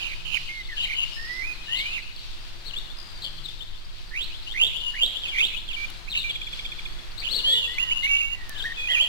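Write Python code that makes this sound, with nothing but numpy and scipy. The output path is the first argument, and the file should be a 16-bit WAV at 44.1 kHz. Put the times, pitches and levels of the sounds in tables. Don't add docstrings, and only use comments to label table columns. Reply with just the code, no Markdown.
import sys
import numpy as np
from scipy import signal
from scipy.fft import rfft, irfft
from scipy.io import wavfile
from scipy.ndimage import uniform_filter1d

SR = 44100
rng = np.random.default_rng(int(sys.argv[2]) if len(sys.argv) > 2 else 0)


def master(y):
    cut = np.clip(np.atleast_2d(y).T, -1, 1)
    pcm = np.round(cut * 32767)
    wavfile.write(sys.argv[1], SR, pcm.astype(np.int16))


N = 400417

CLEAR_SCATTER = 0.3
RASP_BASE_HZ = 597.6
WARBLE_START_HZ, WARBLE_RISE = 68.04, 0.483


def undb(db):
    return 10 ** (np.asarray(db) / 20)


def level(x, db):
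    return x * undb(db) / np.sqrt(np.mean(x ** 2))


def band(x, lo_hz, hi_hz, order=2):
    return signal.sosfilt(signal.butter(order, [lo_hz, hi_hz], "bandpass", fs=SR, output="sos"), x)


def walk(rate, count=N):
    hold = max(int(SR / rate), 1)
    steps = np.repeat(rng.standard_normal(count // hold + 1), hold)
    smooth = uniform_filter1d(uniform_filter1d(steps, hold), hold)
    return 1.373 * smooth[:count]


def curve(table):
    return np.interp(np.arange(N) / SR, *np.transpose(table))


def add(out, start_s, x, pan_db):
    i = int(start_s * SR)
    x = x[max(-i, 0):N - i]
    sides = undb(np.array([[pan_db], [-pan_db]]) / 2)
    out[:, max(i, 0):max(i, 0) + len(x)] += x * sides


def whistle(table, hoarse, fade_s=0.006, warble_hz=0., glide_s=0.013):
    s, hz, db = np.transpose(table)
    t = np.arange(s[0] - fade_s, s[-1] + fade_s, 1 / SR)
    count = len(t)

    along = (t - t[0]) / (t[-1] - t[0])
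    warble_rate = WARBLE_START_HZ * (1 + WARBLE_RISE * along ** 2 + 0.186 * walk(58.2, count=count))
    beat = 2 * np.pi * np.cumsum(warble_rate) / SR
    warble = warble_hz * np.minimum(4 * along, 1) * np.sin(beat)

    pitch = uniform_filter1d(np.interp(t, s, hz), int(glide_s * SR)) + warble
    phase = 2 * np.pi * np.cumsum(pitch + 12 * walk(60, count=count)) / SR

    rasp_rate = RASP_BASE_HZ * (0.4 + hoarse + 2 * hoarse ** 8)
    rasp = walk(rasp_rate, count=count) + 1j * walk(rasp_rate, count=count)
    tone = np.imag((1 - hoarse + hoarse * rasp) * np.exp(1j * phase))

    unsteady = level(tone * undb(2.8 * walk(44.6, count=count)), 0)
    to_edge = np.minimum(t - t[0], t[-1] - t)
    edge = np.sin(np.pi / 2 * np.clip(to_edge / (2 * fade_s), 0, 1)) ** 2
    return t, unsteady * edge * undb(np.interp(t, s, db))


def air():
    # (frequency [Hz], relative density [dB per Hz])
    wash_colour = [(18, -8.5), (30, -12.5), (194, -20.5), (280, -24.5), (355, -20), (415, -27), (962, -23),
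                   (2410, -22.5), (4080, -23.5), (6050, -33.5), (14800, -48)]
    # (frequency [Hz], waver [Hz], level [dB], left minus right [dB])
    drones = [(29.3, 2.97, -53, -12), (99.2, 1.6, -60.5, 12), (154, 6.52, -68.5, 7),
              (345, 4.52, -69.5, 3.5)]
    wash_db, flicker_db = -46.5, 1.3
    f = np.fft.rfftfreq(N, 1 / SR)[1:]
    hz, db = np.transpose(wash_colour)
    gain = np.r_[0, undb(np.interp(np.log(f), np.log(hz), db))]
    wash = irfft(rfft(rng.standard_normal((2, N))) * gain, N)
    lean_db = np.array([[1.2], [-1.2]])
    out = level(wash, wash_db) * undb(lean_db + flicker_db * walk(6))
    for hz, waver_hz, db, pan_db in drones:
        phase = 2 * np.pi * np.cumsum(hz + waver_hz / 2 * walk(8)) / SR
        loudness = undb(db + 0.69 * waver_hz * walk(5.2))
        add(out, 0, loudness * np.sqrt(2) * np.sin(phase), pan_db)
    return out


def wind():
    wind_db = -37
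    push = level(band(rng.standard_normal((2, N)), 6.15, 19.6), 0)
    return push * undb(wind_db + 0.65 * walk(1))


def far_chorus(count=1200):
    # (time [s], gain [dB])
    chorus_swell = [(0, -41.5), (.8, -41), (1.2, -42.5), (1.8, -41.5), (2.6, -47.5), (4.1, -45.5),
                    (5.2, -42.5), (6., -47), (6.55, -43), (7.1, -47), (7.35, -36.5), (8.2, -50.5),
                    (9.08, -39)]
    chips_far = np.zeros((2, N))
    for when, pitch, glide, length, loud, side in rng.random((count, 6)):
        hz, s = 3100 + 1600 * pitch, when * N / SR
        table = [(s, hz, 0), (s + 0.0043 + 0.018 * length, hz + 1700 * (glide - 0.6), 0)]
        t, x = whistle(table, 0.31, fade_s=0.0032, glide_s=0.011)
        add(chips_far, t[0], x * undb(-12 * loud), 6 + 8 * (side - 0.5))
    flicker = undb(3.5 * walk(16))
    lean = undb(np.array([[2.5], [-2.5]]))
    blur = band(rng.standard_normal((2, N)), 2420, 4670, order=3) * flicker * lean
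    return (level(chips_far, -7.5) + level(blur, -5.5)) * undb(curve(chorus_swell))


def twigs():
    # (time [s], starting level [dB], left minus right [dB])
    ticks = [(5.901, -35.5, -2), (8.494, -32.5, 17)]
    out = np.zeros((2, N))
    t = np.arange(int(0.02 * SR)) / SR
    for s, db, pan_db in ticks:
        add(out, s, undb(db) * rng.standard_normal(len(t)) * np.exp(-t / 0.0019), pan_db)
    return out


def trees(x):
    t60_s, gain_db = 0.7, 14.5
    t = np.arange(int(0.6 * SR)) / SR
    tail = rng.standard_normal((2, len(t))) * undb(-60 * t / t60_s) * np.clip(t / 0.0035, 0, 1)
    tail = np.diff(tail, 2, axis=1)
    tail /= np.sqrt(np.sum(tail ** 2, axis=1, keepdims=True))
    return undb(gain_db) * signal.fftconvolve(x, tail, axes=1)[:, :N]


def bank(near):
    echo_s, echo_db, pan_db, smear_s = 0.134, -30.5, 24, 0.0051
    out = np.zeros((2, N))
    t = np.arange(int(0.06 * SR)) / SR
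    smear = rng.standard_normal(len(t)) * np.exp(-t / smear_s)
    blur = band(smear, 2420, 4560)
    blur *= undb(echo_db) / np.sqrt(np.sum(blur ** 2))
    add(out, echo_s, signal.fftconvolve(near.mean(axis=0), blur), pan_db)
    return out


def twitters():
    # (time [s], level [dB])
    twitter_times = [(2.045, -66), (2.163, -35), (2.169, -47), (2.192, -38)]
    length_s, from_hz, to_hz = 0.0032, 4800, 3870
    out = np.zeros((2, N))
    for s, db in twitter_times:
        table = [(s, from_hz, db), (s + length_s, to_hz, db)]
        t, x = whistle(table, 0.32, fade_s=0.002, glide_s=0.0015)
        add(out, t[0], x, 0)
    return out


def trill():
    # (time [s], pitch [Hz], level [dB])
    trill_glide = [(2.96, 5020, -52), (3.2, 4630, -58.5)]
    rate_hz, pan_db = 69, 18.5
    out = np.zeros((2, N))
    t, x = whistle(trill_glide, 0.037)
    pulses = 2 * np.cos(np.pi * rate_hz * (t - 2.988)) ** 4
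    add(out, t[0], x * pulses, pan_db)
    return out


def chips():
    # (time [s], upper voice level [dB])
    chip_times = [(6.2927, -26), (6.348, -31), (6.4086, -34), (6.4647, -36), (6.5232, -33.5),
                  (6.5846, -34.5), (6.6446, -31.5), (6.7133, -37), (6.783, -39), (6.8515, -34.5)]
    # (delay [s], end after the chip's time and delay [s], from [Hz], to [Hz],
    # left minus right [dB])
    voices = [(0., 0.0214, 3520, 3220, -1), (.004, 0.01, 2547, 2180, -8.5)]
    lower_db = -35.5
    out = np.zeros((2, N))
    for s, upper_db in chip_times:
        for db, (late, length, from_hz, to_hz, pan_db) in zip((upper_db, lower_db), voices):
            table = [(s + late + 0.002216, from_hz, db), (s + late + length, to_hz, db)]
            t, x = whistle(table, 0.32, fade_s=0.0027)
            add(out, t[0], x, pan_db)
    return out


def swinging_calls():
    # (start [s], length [s], time of a pitch top [s], middle [Hz], swing [Hz], period [s], level [dB],
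    # hoarseness [0-1], left minus right [dB])
    swings = [(0.847, 0.11, 0.903, 2260, 184, 0.029, -31, 0.41, -7),
              (8.548, 0.097, 8.59, 3407, 414, 0.048, -33.5, 0.53, 8.5),
              (8.87, 0.2, 8.92, 2847, 472, .113, -20.5, 0.3, -5)]
    edge_drop_db = 6.5
    out = np.zeros((2, N))
    for start, length, top, mid_hz, swing_hz, period, db, hoarse, pan_db in swings:
        s = start + np.arange(0, length, 1 / 500)
        hz = mid_hz + swing_hz * np.cos(2 * np.pi * (s - top) / period)
        swell_db = db - edge_drop_db * (2 * (s - start) / length - 1) ** 2
        t, x = whistle(np.c_[s, hz, swell_db], hoarse, glide_s=0.0049)
        add(out, t[0], x, pan_db)
    return out


def hooked_whistles():
    # (start [s], held note [Hz], its level [dB], flick over held note [dB], left minus right [dB])
    hooks = [(7.781, 2844, -25.5, 8, -6), (7.908, 2795, -27.5, -19, 9.5), (8.064, 2734, -22.5, 0.5, -4),
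             (8.2, 2750, -28.5, -13, -7)]
    length_s, settle_s, drop_hz, climb_hz_per_s, hoarse = 0.156, 0.01122, 789, 317, 0.31
    out = np.zeros((2, N))
    since = np.arange(0, length_s, 1 / 500)
    flick = np.exp(-since / settle_s)
    for s, held_hz, db, flick_db, pan_db in hooks:
        hz = held_hz - drop_hz * flick + climb_hz_per_s * since
        table = np.c_[s + since, hz, db + flick_db * flick]
        t, x = whistle(table, hoarse, fade_s=0.0035, glide_s=0.0043)
        add(out, t[0], x, pan_db)
    return out


def turning_calls():
    # (start [s], time to the loudest turn [s], time from there to the end [s], from [Hz], turn [Hz],
    # end [Hz], level [dB], hoarseness [0-1], left minus right [dB])
    calls = [ (0.0, 0.063, 0.08, 2800, 2750, 2200, -31.5, 0.71, -8.5),
             (0.252, 0.1, 0.031, 2870, 2746, 2140, -31, 0.66, -16.5),
             (0.49, 0.089, 0.044, 2137, 2133, 2030, -33.5, 0.12, -4),
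             (0.689, 0.042, 0.057, 2100, 1806, 1650, -37.5, 0.29, -2),
             (0.77, 0.042, 0.05, 2966, 2930, 2880, -24.5, 0.63, 5),
             (0.8, 0.034, 0.029, 3100, 4140, 3620, -36.5, 0.24, 5),
             (0.95, 0.067, 0.027, 2960, 2820, 2810, -23.5, 0.48, 5.5),
             (1.13, 0.012, 0.26, 5200, 5080, 5280, -49, 0.27, 13.5),
             (1.165, 0.23, 0.035, 1780, 2050, 2030, -41.5, 0.16, -25),
             (1.41, 0.06, 0.068, 2090, 2510, 2430, -33, 0.24, -11),
             (1.66, 0.1, 0.035, 2876, 2930, 2610, -28, 0.45, 6.5),
             (1.682, 0.24, 0.025, 1747, 2610, 2870, -32, 0.22, -4),
             (1.744, 0.016, 0.039, 3150, 3610, 4800, -38, 0.5, 10),
             (1.78, 0.028, 0.04, 4216, 3386, 2880, -31, 0.92, 3.5),
             (1.929, 0.029, 0.043, 2750, 2743, 2120, -29.5, 0.57, -6.5),
             (2.651, 0.023, 0.044, 3900, 4380, 2605, -39.5, 0.5, 13),
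             (2.734, 0.03, 0.029, 2700, 3313, 3765, -31.5, 0.27, 7),
             (3.218, 0.027, 0.011, 3900, 4270, 4640, -34.5, 0.9, 7),
             (3.244, 0.017, 0.02, 3250, 3335, 2975, -28.5, 0.51, 7.5),
             (3.443, 0.018, 0.0078, 4300, 3610, 3450, -35, 0.3, 11),
             (3.484, 0.0083, 0.015, 3150, 3850, 2940, -36.5, 0.2, 13),
             (3.605, 0.013, 0.024, 2910, 3500, 3780, -37, 0.32, 10),
             (4.468, 0.048, 0.017, 2794, 3255, 3810, -32.5, 0.5, 8),
             (4.791, 0.087, 0.045, 2966, 2890, 2934, -30, 0.28, 7.5),
             (5.231, 0.02, 0.039, 3436, 2920, 2400, -29.5, 0.5, -4),
             (5.32, 0.067, 0.021, 2330, 2320, 2210, -28.5, 0.23, -8.5),
             (5.281, 0.016, 0.046, 3550, 3200, 2680, -31, 0.3, 5),
             (5.37, 0.026, 0.024, 2750, 3523, 3400, -30, 0.52, 6),
             (5.68, 0.013, 0.043, 3500, 3170, 2310, -31, 0.47, -6),
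             (5.765, 0.062, 0.028, 2340, 2310, 2387, -30.5, 0.1, -10.5),
             (5.73, 0.022, 0.011, 3600, 2940, 2560, -31.5, 0.48, 7),
             (6.077, 0.0086, 0.0078, 2230, 2430, 2830, -34, 0.27, -9.5),
             (6.097, 0.026, 0.035, 4200, 3753, 1910, -31.5, 0.5, 4),
             (6.15, 0.0076, 0.037, 3023, 2860, 2590, -21.5, 0.58, -2.5),
             (6.14, 0.045, 0.057, 3500, 4034, 3390, -32, 0.74, 5.5),
             (6.241, 0.033, 0.037, 2360, 2332, 2310, -28, 0, -7.5),
             (7.177, 0.024, 0.052, 3800, 4470, 3120, -39, 0.63, 12),
             (7.22, 0.033, 0.027, 2200, 3040, 2670, -30, 0.73, -9.5),
             (7.275, 0.049, 0.035, 2650, 4540, 3654, -33, 0.3, 17),
             (7.328, 0.033, 0.049, 2900, 4590, 3205, -28, 0.41, 8.5),
             (7.371, 0.022, 0.019, 2700, 2960, 2830, -33, 0.3, -8),
             (7.44, 0.047, 0.12, 2900, 3326, 3504, -19, 0.12, -0.5),
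             (7.459, 0.089, 0.08, 1720, 1945, 1890, -46, 0.15, -5),
             (7.5, 0.0337, 0.068, 3500, 3850, 3674, -31.5, 0.1, 0),
             (7.55, 0.05, 0.067, 2913, 3007, 2656, -26, 0.24, -8),
             (7.62, 0.028, 0.081, 3390, 3384, 3360, -35, 0, 0),
             (7.68, 0.076, 0.14, 1880, 2036, 1886, -39, 0.18, -0.5),
             (8.03, 0.043, 0.22, 2080, 2278, 2238, -27, 0.05, -7),
             (8.02, 0.031, 0.044, 3900, 3440, 3150, -36.5, 0.96, 2),
             (8.302, 0.27, 0.052, 2050, 1700, 1540, -46, 0.24, -10),
             (8.642, 0.0157, 0.071, 1575, 1870, 1866, -27.5, 0.28, -1),
             (8.764, 0.014, 0.16, 3437, 3420, 3200, -37, 0.13, 5),
             (8.769, 0.077, 0.019, 2560, 2480, 2440, -30, 0.14, -4),
             (8.886, 0.034, 0.07, 1964, 1930, 1855, -30.5, 0.28, -3.5), ]
    swell_db, fade_db = 7, 10
    out, afar = np.zeros((2, 2, N))
    for s, rise, fall, from_hz, turn_hz, end_hz, db, hoarse, pan_db in calls:
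        share = rise / (rise + fall)
        table = [(s, from_hz, db - swell_db * share),
                 (s + rise, turn_hz, db),
                 (s + rise + fall, end_hz, db - fade_db * (1 - share))]
        t, x = whistle(table, hoarse, warble_hz=850 * hoarse ** 2 * (1 - hoarse))
        add(out, t[0], x, pan_db)
        add(afar, t[0], x * min(CLEAR_SCATTER + 4 * hoarse, 1), pan_db)
    return out, afar


def near_birds():
    turning, turning_afar = turning_calls()
    clear = hooked_whistles() + trill()
    full_scatter = swinging_calls() + chips() + twitters()
    near = turning + clear + full_scatter
    afar = turning_afar + CLEAR_SCATTER * clear + full_scatter
    return near, afar


def peeps():
    # (start [s], length [s], from [Hz], top [Hz], curl of the rise [1 = straight], level [dB],
    # loudest moment [share of the length])
    rises = [(4.112, 0.135, 1762, 4245, 1.6, -24.5, 0.67), (4.539, 0.14, 1840, 3724, 1.01, -17, 0.55),
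             (4.939, .13, 1748, 3913, 1.2, -18.5, 0.64), (5.344, 0.13, 2080, 4035, 2.0, -17.5, 0.56)]
    warble_depth_hz, hoarse, pan_db = 187, 0.324, -4.5
    swell_db, fade_db = 19.5, 9.5
    out = np.zeros((2, N))
    share = np.arange(21) / 20
    for s, length, from_hz, top_hz, curl, db, loudest in rises:
        shape_db = np.interp(share, [0, loudest, 1], [-swell_db, 0, -fade_db])
        hz = from_hz + (top_hz - from_hz) * share ** curl
        t, x = whistle(np.c_[s + length * share, hz, db + shape_db], hoarse, warble_hz=warble_depth_hz)
        add(out, t[0], x, pan_db)
    return out


def scene():
    right_late_s, right_turn_rad = 0.00032, 2.6
    loud = peeps()
    near, afar = near_birds()
    others = loud + bank(loud + afar) + far_chorus()
    heard = near + others + trees(afar + others) + twigs()
    f = np.fft.rfftfreq(N, 1 / SR)
    turn = np.exp(1j * (right_turn_rad - 2 * np.pi * f * right_late_s))
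    heard[1] = irfft(rfft(heard[1]) * turn, N)
    return heard + air() + wind()


def record(dry):
    camera_rate, top_hz = 48000, 15800
    camera = signal.resample_poly(dry, 160, 147, axis=1)
    nearest = np.round(np.arange(N) * camera_rate / SR).astype(int)
    nearest = np.minimum(nearest, camera.shape[1] - 1)
    lowpass = signal.ellip(10, 0.2, 80, top_hz, fs=SR, output="sos")
    return signal.sosfilt(lowpass, camera[:, nearest])


dry = scene()
out = record(dry)
master(out)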